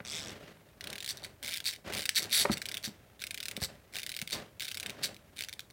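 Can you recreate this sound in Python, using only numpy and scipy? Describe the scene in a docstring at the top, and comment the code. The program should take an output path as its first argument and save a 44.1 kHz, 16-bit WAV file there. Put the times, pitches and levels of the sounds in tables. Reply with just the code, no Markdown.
"""Winding a clockwork toy

A small plastic clockwork toy is wound by hand, close to the microphone, just above a hard floor indoors.
Each twist of the key drags a pawl over ratchet teeth; between twists the spring runs the gears in short whirs.
Every tooth is a burst of decaying noise and tones, filtered by the resonances of the part it strikes.
Fingers rub and bump the case as filtered noise, and a small room answers faintly with a decaying tail."""
import sys
import numpy as np
from scipy import signal
from scipy.fft import rfft, irfft, next_fast_len
from scipy.io import wavfile
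from scipy.ndimage import uniform_filter1d

SR = 44100
rng = np.random.default_rng(int(sys.argv[2]) if len(sys.argv) > 2 else 0)


def wav_record(signal):
    """Record a signal, one row per channel, as 16-bit PCM in the file named by sys.argv[1]."""
    frames = np.transpose(np.atleast_2d(signal))
    bounded = np.clip(frames, -1, 1)
    # unit amplitude maps onto the largest positive 16-bit level
    quanta = np.round(bounded * 32767).astype(np.int16)
    wavfile.write(sys.argv[1], SR, quanta)


N = 252252
TIME = np.arange(N) / SR

# broad spectrum of a pawl blow: (frequency [Hz], level [dB])
PAWL_COLOUR = [(300, -19), (1150, -23.5), (1550, -4), (1900, -6.5), (2270, -2.5), (2700, -6.5), (3600, -3),
               (4700, -4), (6700, -12.5), (9400, -9.5), (12500, -16), (16000, -19.5)]
# resonances of the pawl and its spring: (frequency [Hz], width [Hz], level above the broad colour [dB])
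PAWL_MODES = [(3707, 88, -0.5), (15060, 330, 8)]
# broad spectrum of a gearbox blow: (frequency [Hz], level [dB])
GEAR_COLOUR = [(300, -20), (1100, -20), (1600, -6), (2200, -5), (2900, -8), (3800, 1.5), (4600, 0.5),
               (5600, -5.5), (6800, -9), (8100, -3), (10000, -10), (16000, -11.5)]


def undb(db):
    """Level to amplitude: 20 dB is a factor of ten."""
    return 10 ** (np.asarray(db) / 20)


def colour(x, points, modes=(), treble_db=0):
    """Minimum-phase filtering: a causal broad colour with a treble shelf, in parallel with resonances."""
    size = next_fast_len(2 * len(x))
    hz = np.arange(size // 2 + 1) * SR / size + 1  # the offset avoids log(0)
    knots, knot_db = np.transpose(points)
    shelf_db = treble_db * hz ** 2 / (hz ** 2 + 6000 ** 2)
    db = np.interp(np.log(hz), np.log(knots), knot_db) + shelf_db
    # folding the cepstrum onto positive times gives the causal phase
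    cepstrum = irfft(np.log(undb(db)), size)
    cepstrum[1:size // 2] *= 2
    cepstrum[size // 2 + 1:] = 0
    broad = np.exp(rfft(cepstrum))
    rings = sum(undb(d) / (1 + 1j * (hz ** 2 - f ** 2) / (hz * w)) for f, w, d in modes)
    return irfft(rfft(x, size) * broad * (1 + rings), size)[:len(x)]


def walk(rate):
    """Stepwise random process: normal values held 1 / rate s and smoothed into slopes."""
    hold = int(SR / rate)
    steps = np.repeat(rng.standard_normal(N // hold + 1), hold)
    return uniform_filter1d(steps, hold)[:N]


def add(out, s, x, db, head_s=0.0022):
    """Superposition: place a blow at time s, db being the RMS level of its first head_s seconds."""
    i = int(np.clip(s * SR, 0, N - 1))
    head = x[:int(head_s * SR)]
    blow = x * undb(db) / np.sqrt(np.mean(head ** 2))
    out[i:i + len(x)] += blow[:N - i]


def tick(decay_s, spot_share=0.62):
    """Impact excitation: a crack, a few modes that depend on where it lands, then the shell's faint ring."""
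    t = np.arange(2048) / SR
    mode_hz = 2000 * 5 ** (rng.random((4, 1)) ** 1.3)  # 2 to 10 kHz, crowded low
    phase = rng.random((4, 1))  # in cycles
    tones = np.sin(2 * np.pi * (mode_hz * t + phase)).sum(axis=0)
    spot = tones * np.exp(-t / (1.4 * decay_s))
    fade = np.exp(-t / decay_s) + undb(-16) * np.exp(-t / .005)
    crack = rng.standard_normal(len(t)) * fade
    attack = 1 - np.exp(-(t / .0003) ** 2)
    return attack * (crack + spot_share * spot / 2)


def teeth_of(run, jitter):
    """Rotation into impacts: time, rate and level of the teeth passing as a wheel follows its speed curve."""
    s, hz, db = np.transpose(run)
    now = s[0]
    for chance in rng.standard_normal(100):  # at most 100 teeth
        rate = np.interp(now, s, hz)
        yield now, rate, np.interp(now, s, db)
        now += np.exp(jitter * chance) / rate
        if now > s[-1]:
            return


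def rubbing():
    """Friction envelope: each slide swells, holds and dies away, its power added to the steady grip's."""
    # skin sliding on plastic: (start [s], length [s], level [dB])
    rubs = [(0.037, 0.12, -52.5), (0.167, 0.16, -47.5), (0.377, 0.11, -51.5), (0.804, 0.15, -50.5),
            (1.084, 0.18, -54), (1.412, 0.05, -51), (1.839, .13, -42.5), (2.167, 0.096, -46),
            (2.359, 0.19, -46), (2.626, 0.33, -57.5), (3.465, 0.27, -54.5), (3.923, 0.031, -52.5),
            (4.306, 0.096, -44), (4.795, 0.31, -50.5)]
    attack_s, release_s = 0.034, 0.045
    power = undb(-64) ** 2  # the holding hand never rests entirely
    for start, length, db in rubs:
        swell = np.clip((TIME - start) / attack_s, 0, 1)
        release = np.exp(-np.maximum(TIME - start - length, 0) / release_s)
        power = power + (undb(db) * swell * release) ** 2
    return np.sqrt(power)


def hand():
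    """Forced resonance: skin rubbing in uneven slips and soft fingertip knocks sound the case's modes."""
    # broad spectrum of rubbing skin: (frequency [Hz], level [dB])
    skin_colour = [(30, -45), (50, -2), (120, -1.5), (185, -2), (300, -3.5), (400, -4.5), (620, -6),
                   (950, -11), (1700, -6.5), (3800, -13), (8000, -25), (16000, -32)]
    # the case held in the hand: (frequency [Hz], width [Hz], level above the broad colour [dB])
    case_modes = [(187, 88, 0), (395, 30, -4), (594, 280, 0), (1860, 690, -1)]
    # fingers knocking the case: (time [s], level [dB], spectral peak [Hz], decay [s])
    bumps = [(.003, -41.5, 1610, 0.0028), (.006, -46.5, 152, 0.0056), (1.224, -49.5, 570, 0.0029),
             (2.4516, -27.5, 644, 0.0049), (2.4548, -24, 1943, 0.0014), (2.496, -32.5, 1160, 0.0037),
             (2.498, -25.5, 225, 0.0051), (2.5017, -34, 420, 0.0038), (2.508, -43, 104, 0.019),
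             (2.874, -45.5, 210, .017), (3.576, -38.5, 190, 0.0025), (3.618, -41.5, 1270, .0025),
             (3.621, -36.5, 182.5, 0.0064), (4.222, -41, 189.5, 0.0046)]
    slips_db = 3 * walk(rate=130)
    friction = rng.standard_normal(N) * undb(slips_db)
    skin = colour(friction, skin_colour, case_modes[:3])
    out = skin / skin.std() * rubbing()
    t = TIME[:SR // 8]
    for s, db, hz, decay in bumps:
        push = rng.standard_normal(len(t)) * np.exp(-t / decay)
        knock_colour = [(25, -40), (hz / 3, -5), (hz, 0), (2 * hz, -13), (16000, -58)]
        knock = colour(push, knock_colour, case_modes)
        add(out, s, knock, db, head_s=2 * decay)
    return out


def room_noise():
    """Stationary background: steady coloured noise of the quiet room."""
    # spectrum of the background: (frequency [Hz], level [dB])
    background_colour = [(25, -30), (45, 0.5), (100, 6), (200, -4), (600, -9), (1200, -18), (3500, -29),
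                         (8000, -24.5), (16000, -23.5)]
    x = colour(rng.standard_normal(N), background_colour)
    return undb(-62) * x / x.std()


def room(x, t60_s, wet_db):
    """Reverberation: convolution with dense, exponentially decaying reflections off floor and near walls."""
    t = TIME[:SR // 2]
    decay = undb(-60 * t / t60_s) * (t > .004)  # silent for the first 4 ms
    tail = rng.standard_normal(len(t)) * decay
    tail = colour(tail, [(100, 3.5), (3500, -4.0), (8000, -1.5), (16000, -7.0)])
    unit_tail = tail / np.linalg.norm(tail)
    return undb(wet_db) * signal.fftconvolve(x, unit_tail)[:N]


def free_run():
    """Periodic impacts: running free as the toy is picked up, the gears tick evenly and lightly."""
    # speed curve of the free motor: (time [s], tooth rate [Hz], level [dB])
    free_curve = [(.05, 116.3, -41), (.09, 128.3, -39), (.13, 159, -35.5), (.175, 159.7, -35.5),
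                  (.21, 147.3, -40), (.25, 89.1, -42.5), (.295, 89, -41), (.335, 72.6, -56)]
    # broad spectrum of the free gears: (frequency [Hz], level [dB])
    free_colour = [(300, -25), (1200, -5), (2400, 1), (3500, -8), (4200, 0), (5400, 5.5), (6600, 0),
                   (7900, -2), (10000, -8.5), (16000, -18)]
    # their resonances: (frequency [Hz], width [Hz], level above the broad colour [dB])
    free_modes = [(3430, 84, 17.5), (3620, 100, 15), (5460, 160, -12), (7950, 250, 2)]
    out = np.zeros(N)
    for s, hz, db in teeth_of(free_curve, jitter=.04):
        crack = colour(tick(decay_s=.0011), free_colour, free_modes)
        add(out, s, crack, db + rng.standard_normal())
    return out


def turn_teeth():
    """Variable-rate impacts: tooth spacing eases with the wrist, and level rises as the spring tightens."""
    # turns of the key: (start [s], tooth count, teeth per second at the start, middle and end [Hz],
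    # mid-turn level [dB], delay of the pawl's second tick [s], treble [dB])
    turns = [ (0.8087, 12, 31.14, 39.5, 67, -36.5, 0.0041, -3),
             (2.5717, 7, 21.92, 36.13, 36, -31.5, 0.0056, -0.96),
             (3.2678, 9, 24.84, 39.8, 34.4, -34, 0.0046, -0.31),
             (3.9955, 9, 27.66, 43.48, 39, -33.5, 0.007, 1.7),
             (4.6465, 9, 28.18, 38.66, 28.7, -33, 0.0055, 0.55),
             (5.4368, 4, 20.34, 23.8, 15.3, -34.5, 0.0094, -0.009)]
    tighten_db, rebound_db = 2, -6  # rise from first tooth to last; second tick against the first
    for start, count, first_hz, middle_hz, last_hz, db, delay, treble_db in turns:
        along = np.linspace(0, 1, int(round(count)) - 1)
        gaps = np.interp(along, [0, .5, 1], [1 / first_hz, 1 / middle_hz, 1 / last_hz])
        since = np.r_[0, np.cumsum(gaps)]
        for s in since:
            tooth_db = db + tighten_db * (s / since[-1] - .5)
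            yield start + s, tooth_db, delay, rebound_db, treble_db


def ratchet():
    """Impact and rebound: the pawl drops off each tooth and ticks again, usually lighter and brighter."""
    # lone teeth that slip as the key is gripped or released:
    # (time [s], level [dB], level of the pawl's second tick against the first [dB])
    lone_teeth = [(.689, -63, -12), (.714, -70, -21), (1.247, -35.5, -12), (1.6026, -36, -17),
                  (2.055, -29.5, -2), (3.221, -34.5, -6), (3.239, -32, -14), (3.566, -31, -11),
                  (3.966, -32.5, -17), (4.275, -35, -12), (4.6218, -34.5, -22), (5.144, -47, -14),
                  (5.165, -48, -12), (5.7014, -50, -2)]
    lone = [(s, db, .006, second_db, 0) for s, db, second_db in lone_teeth]  # second tick 6 ms later
    tooth_scatter_db, rebound_scatter_db, treble_scatter_db = 1.5, 1, 1.2
    rebound_treble_db, delay_jitter = 4.5, .12
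    out = np.zeros(N)
    for s, db, delay, second_db, treble_db in [*turn_teeth(), *lone]:
        bright, force, bounce, lag = rng.standard_normal(4)
        drop_treble_db = treble_db + treble_scatter_db * bright
        drop = colour(tick(decay_s=.0014), PAWL_COLOUR, PAWL_MODES, drop_treble_db)
        add(out, s, drop, db + tooth_scatter_db * force)
        rebound = colour(tick(decay_s=.0015), PAWL_COLOUR, PAWL_MODES, treble_db + rebound_treble_db)
        rebound_s = s + delay * np.exp(delay_jitter * lag)
        add(out, rebound_s, rebound, db + second_db + rebound_scatter_db * bounce)
    return out


def spin(start, rise, hold, brake, top_hz, top_db):
    """Rotational speed and impact level: the gears spin up, run, and are braked by the fingers."""
    # shares of the top rate: the gears break loose at the first and stall at the last
    share = np.array([.56, 1, 1, .43])
    times = start + np.cumsum([0, rise, hold, brake])
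    level_db = top_db + 15 * np.log2(share)  # faster teeth strike harder: 15 dB per octave
    return np.c_[times, top_hz * share, level_db]


def gears():
    """Alternating impacts: the escapement rocks, so blows go strong and weak; speed makes a wheel sing."""
    # gears spinning while the key is let go:
    # (start [s], spin-up [s], hold [s], braking [s], top tooth rate [Hz], top level [dB])
    whirs = [ (1.078, 0.011, 0.018, .025, 239.2, -33), (1.159, .006, 0.0069, 0.037, 131.7, -42),
             (1.221, 0.013, .012, 0.031, 170, -41), (1.642, .022, .022, 0.039, 248.5, -29),
             (2.148, .014, 0.021, 0.031, 291.2, -24.5), (2.21, .012, 0.0086, 0.043, 164.8, -34),
             (2.311, .018, .09, .034, 324.6, -26), (2.508, .007, .022, .01, 233.8, -31),
             (2.828, .013, .013, 0.042, 234.6, -33.5), (3.603, 0.028, 0.017, 0.019, 227, -31),
             (4.308, 0.015, 0.0085, 0.056, 246.8, -32), (5.026, 0.0075, .011, 0.037, 294.3, -29)]
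    # gearbox resonances: (frequency [Hz], width [Hz], level above the broad colour [dB])
    gear_modes = [(3750, 190, -2), (4500, 155, 3.5), (5790, 270, 0)]
    # a thin wheel at full song: (frequency [Hz], width [Hz], level above the broad colour [dB])
    wheel_mode = (11030, 370, 12.4)
    # tooth rates over which the wheel comes to sing: (faint [Hz], full [Hz])
    sing_hz = (285, 322)
    out = np.zeros(N)
    for whir in whirs:
        for k, (s, hz, db) in enumerate(teeth_of(spin(*whir), jitter=.05)):
            sing_db = np.interp(hz, sing_hz, [-22, 0])
            modes = [*gear_modes, np.add(wheel_mode, [0, 0, sing_db])]
            crack = colour(tick(decay_s=.00085), GEAR_COLOUR, modes)
            uneven_db = 1.7 * (-1) ** k + 1.2 * rng.standard_normal()
            add(out, s, crack, db + uneven_db)
    return out


def quick_twists():
    """Crowded impacts: in quick twists of the key the pawl's ticks run together."""
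    # quick twists: (start [s], end [s], level at the start [dB], at full push [dB], at the end [dB])
    twist_table = [ (1.428, 1.582, -36.5, -37, -34.5), (1.722, 1.767, -49, -37.5, -47.5),
                   (1.924, 2.044, -39.5, -34, -35), (2.295, 2.308, -37, -41, -40),
                   (3.194, 3.218, -48.5, -49, -35), (3.925, 4.024, -54, -35.5, -48.5),
                   (4.291, 4.309, -44, -38, -38), (4.597, 4.715, -42, -38.5, -42),
                   (5.36, 5.425, -46, -39.5, -41)]
    tick_hz, push_s, scatter_db = 162.8, .016, 4  # mean tick rate; time to full push; spread of level
    out = np.zeros(N)
    for start, end, first_db, push_db, last_db in twist_table:
        run = [(start, tick_hz, first_db), (start + push_s, tick_hz, push_db), (end, tick_hz, last_db)]
        for s, hz, db in teeth_of(run, jitter=0.28):
            crack = colour(tick(decay_s=.0014), PAWL_COLOUR, PAWL_MODES, treble_db=1.5)
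            add(out, s, crack, db + scatter_db * rng.standard_normal())
    return out


def snap():
    """Single impact: one hard, dry blow through the whole gearbox, with little modal ring."""
    # the loud snap: (time [s], level [dB], decay [s])
    s, db, decay = (2.0918, -19.5, 0.00094)
    out = np.zeros(N)
    blow = colour(tick(decay, spot_share=0.28), GEAR_COLOUR, treble_db=-3.0)
    add(out, s, blow, db)
    return out


def scene():
    """Superposition of direct sound, reverberation and background: toy and hand in a quiet room."""
    toy = hand() + free_run() + ratchet() + gears() + quick_twists() + snap()
    return (toy + room(toy, t60_s=0.22, wet_db=-14.5) + room_noise())[None]


def record(dry):
    """Band limiting: the recorder cuts the top above 16 kHz with a steep elliptic low-pass."""
    low_pass = signal.ellip(8, .2, 70, 16000, fs=SR, output="sos")  # order, ripple dB, stop-band dB, Hz
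    return signal.sosfilt(low_pass, dry)


dry = scene()
out = record(dry)
wav_record(out)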